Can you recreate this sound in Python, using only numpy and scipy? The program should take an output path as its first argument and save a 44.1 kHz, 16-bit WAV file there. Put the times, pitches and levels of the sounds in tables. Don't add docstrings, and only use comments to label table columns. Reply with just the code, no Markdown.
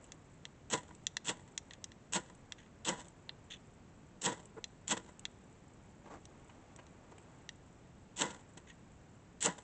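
import sys
import numpy as np
from scipy import signal
from scipy.io import wavfile

SR = 44100
rng = np.random.default_rng(int(sys.argv[2]) if len(sys.argv) > 2 else 0)


def file_out(sig):
    cols = np.atleast_2d(sig).T
    lim = np.clip(cols, -1, 1)
    pcm = np.round(lim * 32767).astype(np.int16)
    wavfile.write(sys.argv[1], SR, pcm)


N = 424683

# start t/s, push length/s, rasp level at the bite/dB, rasp level at the end/dB,
# treble relative level/dB, flare level/dB, burn-out t60/s
STROKES = [(0.699, .037, -49.5, -34, .5, -32.5, .1), (1.244, .051, -55, -33.5, -1, -36, 0.1),
           (2.122, 0.038, -44, -37, 1.5, -33, .1), (2.847, 0.039, -41.5, -35, -3.5, -33.5, 0.18),
           (4.213, .05, -48, -36, 2, -33, 0.2), (4.873, 0.045, -47.5, -32, -1.5, -35, .11),
           (8.161, .054, -50.5, -36.5, .5, -34, 0.26), (9.406, 0.053, -45.5, -36, 3.5, -32, .16)]
# f/Hz, density level/dB
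RASP_SPECTRUM = [(150, -29.5), (900, -13.5), (1900, -8), (2350, -13.5), (2650, -3.5), (3400, -2),
                 (4250, -8.5), (4750, -14.5), (5500, -9), (6300, -5), (7100, -0.5), (7800, 2.5),
                 (8500, -14), (9200, -28)]
# f/Hz, width/Hz, level/dB
HOLLOWS = [(202, 93, 2.5), (329, 45, 4.5), (454.7, 33, 5), (515, 45, 5), (559, 20, -5), (612, 31, 3.5),
           (674, 30, -8.5), (825, 36, 5.5), (996, 101, 11.5), (1288, 21, 4.5), (1424, 110, 6.5)]


def gain_of(db):
    return 10 ** (np.asarray(db) / 20)


def evened(x):
    return x / np.sqrt(np.mean(x ** 2) + 1e-20)


def add(mix, s, sound):
    part = mix[max(round(s * SR), 0):][:len(sound)]
    part += sound[:len(part)]


def colour(x, points, peaks=(), size=4096):
    hz = abs(np.fft.fftfreq(size, 1 / SR))
    f, db = np.transpose(points)
    db = np.interp(np.log(hz + 1), np.log(f), db)
    for centre, width, height in peaks:
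        db = db + height / (1 + (2 * (hz - centre) / width) ** 2)
    spectrum = np.exp(np.conj(signal.hilbert(np.log(gain_of(db)))))
    response = np.fft.ifft(spectrum).real
    return signal.fftconvolve(x, response / np.linalg.norm(response))[:len(x)]


def grains(count, per_s, spread_db):
    size = gain_of(spread_db * np.minimum(rng.exponential(1, count), 4))
    sign = rng.choice([-1, 1], count)
    return evened(size * sign * (rng.random(count) < per_s / SR))


def burst(length, rise):
    u = np.arange(int((length + 0.02) * SR)) / SR / length
    return np.interp(u, [0, np.clip(rise, .01, .6), .7, 1.2], [0.25, 0.96, 0.7, 0.11])


def air(level_db=-59):
    # f/Hz, density level/dB
    air_spectrum = [(12, -39), (20, -12), (93, -3), (147, -3), (176, -3.5), (205, -6), (324, -10),
                    (369, -11.5), (501, -14.5), (857, -19), (974, -20.5), (2150, -26.5), (4870, -37.5),
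                    (7720, -31.5), (9000, -55), (11700, -84.5), (19800, -120)]
    return gain_of(level_db) * colour(rng.standard_normal(N), air_spectrum)


def hand_motion(jolt_db=8.5, settle_s=.3, still_db=-8, aim_s=0.32):
    t = np.arange(N) / SR
    starts, pushes = np.transpose(STROKES)[:2]
    ends = starts + pushes
    done = np.searchsorted(ends, t)
    since = t - np.append(0, ends)[done]
    until = np.append(ends, np.inf)[done] - t
    return gain_of(jolt_db * np.exp(-since / settle_s) + still_db * np.exp(-until / aim_s))


def chain(motion, t60=0.016, jingle_db=-80):
    # f/Hz, density level/dB
    bead_spectrum = [(800, -41.5), (3000, -11), (5000, -25), (6500, -6.5), (7300, -3), (8100, 4.5),
                     (8700, -20)]
    # t/s, level/dB
    clicks = [(.042, -50), (0.95, -47.5), (2.35, -55), (3.083, -49), (4.4553, -48.5), (5.1938, -41),
              (6.2528, -50.5), (6.7624, -51.5), (7.1822, -53)]
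    t, out = np.arange(int(.04 * SR)) / SR, np.zeros(N)
    for s, db in clicks:
        add(out, s, gain_of(db - 60 * t / t60) * rng.standard_normal(len(t)))
    jingle = colour(grains(N, per_s=110, spread_db=3), bead_spectrum, [(7170, 170, 16), (7660, 120, 11)])
    return colour(out, bead_spectrum) + gain_of(jingle_db) * motion * jingle


def shavings(motion, stir_db=-74, rummage_db=-67, start_s=6.2, end_s=7.55, fade_s=0.11):
    # f/Hz, density level/dB
    wood_spectrum = [(120, -18), (250, -5.5), (450, -7.5), (860, -7), (1400, -15.5), (2600, -20.5),
                     (5000, -34), (7500, -26), (9000, -48.5)]
    # t/s, length/s, level/dB, crispness level/dB
    rustles = [(6.041, 0.065, -55, -1), (6.099, 0.075, -49.5, -6), (6.493, 0.021, -57, 9),
               (6.787, .014, -50, 9), (7.113, .018, -53.5, -4), (7.178, .01, -57, 18)]
    t = np.arange(N) / SR
    rummage = np.clip(np.minimum(t - start_s, end_s - t) / fade_s, 0, 1)
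    level = np.hypot(gain_of(stir_db) * motion, gain_of(rummage_db) * rummage)
    stir = grains(N, per_s=4000, spread_db=2.5)
    out = level * colour(stir, wood_spectrum, [(920, 400, 1.4)])
    for s, length, db, crisp_db in rustles:
        level = gain_of(db) * burst(length, rise=0.32)
        rustle = level * grains(len(level), per_s=3000, spread_db=3.5)
        add(out, s, colour(rustle, wood_spectrum, [(2800, 1300, crisp_db), (1100, 760, 3)]))
    return out


def slides(chatter_width_hz=450, chatter_db=9, catch_hz=300, catch_swing_db=10):
    # f/Hz, density level/dB
    slide_spectrum = [(1000, -27), (1850, 1), (2300, -9), (2700, 0), (3500, -1.5), (4100, -9), (4800, -26),
                      (6600, -3.5), (8500, -23)]
    # t/s, length/s, level/dB, chatter f/Hz
    placings = [(0.035, .07, -71, 7600), (1.706, 0.04, -57.5, 1900), (2.566, 0.094, -62.5, 1870),
                (3.5, 0.054, -47.5, 3430), (8.669, 0.052, -57, 1950)]
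    out = np.zeros(N)
    for s, length, db, hz in placings:
        level = gain_of(db) * burst(length, rise=0.24)
        n = np.arange(len(level))
        swing = np.interp(n / SR * catch_hz, n, rng.uniform(-1, 1, len(n)))
        catches = gain_of(catch_swing_db * swing)
        slips = level * evened(catches * grains(len(level), per_s=2500, spread_db=2.5))
        add(out, s, colour(slips, slide_spectrum, [(hz, chatter_width_hz, chatter_db)]))
    return out


def steel(low_db, high_db, grip_detune=0.012):
    # nominal f/Hz, level/dB, t60/s
    modes = [(950, -16, 0.022), (1810, -4.5, 0.02), (1984, -3, 0.016), (2746, -6, 0.017),
             (3333, -2.5, 0.012), (3570, -0.5, 0.01), (3970, -4.5, 0.011), (4245, -10, .014),
             (4940, -12.5, .014), (5680, -5, .01), (5980, -8, 0.017), (6600, -1.5, 0.0077),
             (7020, -6.5, 0.011), (7570, -4.5, 0.0089)]
    t = np.arange(int(.04 * SR)) / SR
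    ring = np.zeros(len(t))
    for hz, db, t60 in modes:
        place_db = np.interp(hz, [2300, 3280, 4280, 5600], [low_db, 0, 0, high_db])
        cycles = hz * rng.normal(1, grip_detune) * t + rng.random()
        ring += gain_of(db + place_db - 60 * t / t60) * np.sin(2 * np.pi * cycles)
    return ring * np.minimum(t / 0.00039, 1)


def taps():
    # t/s, middle modes level/dB, low modes relative level/dB, high modes relative level/dB
    knocks = [(.12, -43, -3, 7.5), (.4532, -35.5, -5.5, -4), (1.068, -26.5, -11, 3.5),
              (1.1686, -26.5, -2, -1), (1.5775, -33, -4.5, 9.5), (1.709, -44, 4, -7),
              (1.735, -42.5, -7, -2), (1.842, -38.5, -4.5, 9), (1.9184, -47.5, -2.5, -4),
              (2.5217, -33.5, -5, -2.5), (3.293, -30.5, -6, -26), (3.5247, -42, -8, -14),
              (4.6416, -26, -16, -6), (5.2535, -30, -4.5, -6), (6.2546, -51.5, -10, 5.5),
              (6.762, -57.5, -7, 8), (6.867, -60, 0, 4), (7.491, -34.5, -2, -3)]
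    out = np.zeros(N)
    for s, db, low_db, high_db in knocks:
        add(out, s, gain_of(db) * steel(low_db, high_db))
    return out


def strokes(bite_s=0.0017, lag_s=.005, release_t60=0.058, dig_db=3, fizz_db=-8, swell_t60=.11,
            chatter_hz=450, chatter_swing_db=5, ember_db=-25, ember_t60=0.53):
    rasp, flare = np.zeros((2, N))
    t = np.arange(int(.45 * SR)) / SR
    high_pass = signal.butter(2, 5000, "high", fs=SR, output="sos")
    for s, push, bite_db, end_db, treble_db, flare_db, burn in STROKES:
        depth, after = np.minimum(t / push, 1), np.maximum(t - push, 0)
        force_db = bite_db + (end_db - bite_db) * depth - 60 * after / release_t60
        force = np.minimum(t / bite_s, 1) * gain_of(force_db)
        chatter = np.interp(t * chatter_hz, np.arange(len(t)), rng.uniform(-1, 1, len(t)))
        chips = evened(gain_of(chatter_swing_db * chatter) * grains(len(t), per_s=7000, spread_db=2))
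        hiss = signal.sosfiltfilt(high_pass, chips)
        grind = gain_of(dig_db * (2 * depth ** 2 - 1)) * (chips - hiss)
        add(rasp, s, force * (gain_of(treble_db) * hiss + grind))
        age = t - push - lag_s
        fire = gain_of(flare_db - 60 * np.maximum(age / burn, -age / swell_t60))
        embers = gain_of(flare_db + ember_db - 60 * abs(age) / ember_t60) * (age > 0)
        burning = fire + embers
        add(flare, s, burning * grains(len(t), per_s=7000, spread_db=1.5))
        add(rasp, s, gain_of(fizz_db) * burning * grains(len(t), per_s=2000, spread_db=1.0))
    return rasp, flare


def snags(t60=0.0072, squeak_width_hz=1100, squeak_db=8):
    # t/s, level/dB, squeak f/Hz
    catches = [(.735, -25, 3230), (1.256, -40, 3200), (1.2734, -31, 7000), (2.135, -24, 6500),
               (2.852, -31.5, 3500), (2.8908, -23.5, 7050), (4.2505, -27, 7300), (4.880, -27, 6950),
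               (4.923, -26, 6840), (8.2195, -20, 6160), (9.426, -23.5, 7100), (9.4587, -18, 6800),
               (9.4606, -21, 6340)]
    out, t = np.zeros(N), np.arange(int(.02 * SR)) / SR
    fade = gain_of(-60 * t / t60)
    for s, db, hz in catches:
        noise = fade * rng.choice([-1., 1.], len(t))
        crack = colour(noise, RASP_SPECTRUM, [(hz, squeak_width_hz, squeak_db)])
        add(out, s, gain_of(db) * crack * np.linalg.norm(fade) / np.linalg.norm(crack))
    return out


def sparks():
    # t/s, length/s, level/dB,
    # fizz relative level/dB
    large_sparks = [(.772, .019, -44.5, -4.5), (0.907, .0093, -53, -26), (2.973, 0.052, -52, -2.5),
                    (4.318, 0.021, -44, -5.5), (4.392, 0.017, -55.5, -6), (4.968, .012, -38.5, -6.5),
                    (5.085, 0.014, -54.5, -8), (8.302, .018, -48, -3), (8.346, 0.0051, -45.5, -6),
                    (8.572, .012, -50, -2.5), (9.58, .012, -50, -1.5)]
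    fizz, puff = np.zeros((2, N))
    for s, length, db, fizz_db in [*large_sparks, *stray_sparks()]:
        level = gain_of(db) * burst(length, rise=0.15)
        add(puff, s, level * grains(len(level), per_s=5500, spread_db=4.0))
        add(fizz, s, gain_of(fizz_db) * level * grains(len(level), per_s=3300, spread_db=4.5))
    return fizz, puff


def stray_sparks(count=4, first_s=.07, last_s=.2, length_s=0.0062, db=-54, fade_db_per_s=35, fizz_db=-4):
    rows = []
    for s, push, *_ in STROKES:
        for delay in first_s + (last_s - first_s) * rng.random(count):
            rows.append((s + push + delay, length_s, db - fade_db_per_s * delay, fizz_db))
    return rows


def whirr(s=4.558, length=0.046, hz=430, db=-48, rush_db=-2):
    t = np.arange(int(length * SR)) / SR
    turns = hz * t * (1 + (1 - t / length) / 20)
    pulses = evened(np.maximum(np.sin(2 * np.pi * turns), -.5))
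    rush_spectrum = [(120, -8), (400, 0), (900, -9), (2100, -17), (4000, -37)]  # f/Hz, density level/dB
    rush = colour(rng.standard_normal(len(t)), rush_spectrum, HOLLOWS)
    out = np.zeros(N)
    add(out, s, gain_of(db) * np.hanning(len(t)) * (pulses - pulses.mean() + gain_of(rush_db) * rush))
    return out


def surroundings(x, echo_s=.0064, echo_db=-19, near_db=-15, near_t60=0.045, far_db=-29, far_t60=0.56):
    t = np.arange(SR // 2) / SR
    response = np.zeros(len(t))
    for db, t60 in [(near_db, near_t60), (far_db, far_t60)]:
        tail = rng.standard_normal(len(t)) * gain_of(-60 * t / t60) * (t > .002)
        response += gain_of(db) * tail / np.linalg.norm(tail)
    response[0] += 1
    response[round(echo_s * SR)] += gain_of(echo_db)
    return signal.fftconvolve(x, response)[:N]


def scene():
    # f/Hz, density level/dB
    flare_spectrum = [(60, -31), (110, -16.5), (160, -3), (240, -5), (500, -6.5), (1000, -8), (1200, -16.5),
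                      (2000, -7), (2300, -26.5), (3200, -18.5), (5000, -29), (9000, -42.5)]
    motion = hand_motion()
    stirring = chain(motion) + shavings(motion)
    rasp, flare = strokes()
    fizz, puff = sparks()
    scraping = slides() + taps() + colour(rasp + fizz, RASP_SPECTRUM) + snags()
    burning = colour(flare + puff, flare_spectrum, HOLLOWS) + whirr()
    return (air() + surroundings(stirring + scraping + burning))[None]


def record(dry, edge_hz=8900):
    low_pass = signal.firwin(241, edge_hz, window=("kaiser", 8), fs=SR)
    return signal.oaconvolve(dry, low_pass[None], "same")


dry = scene()
out = record(dry)
file_out(out)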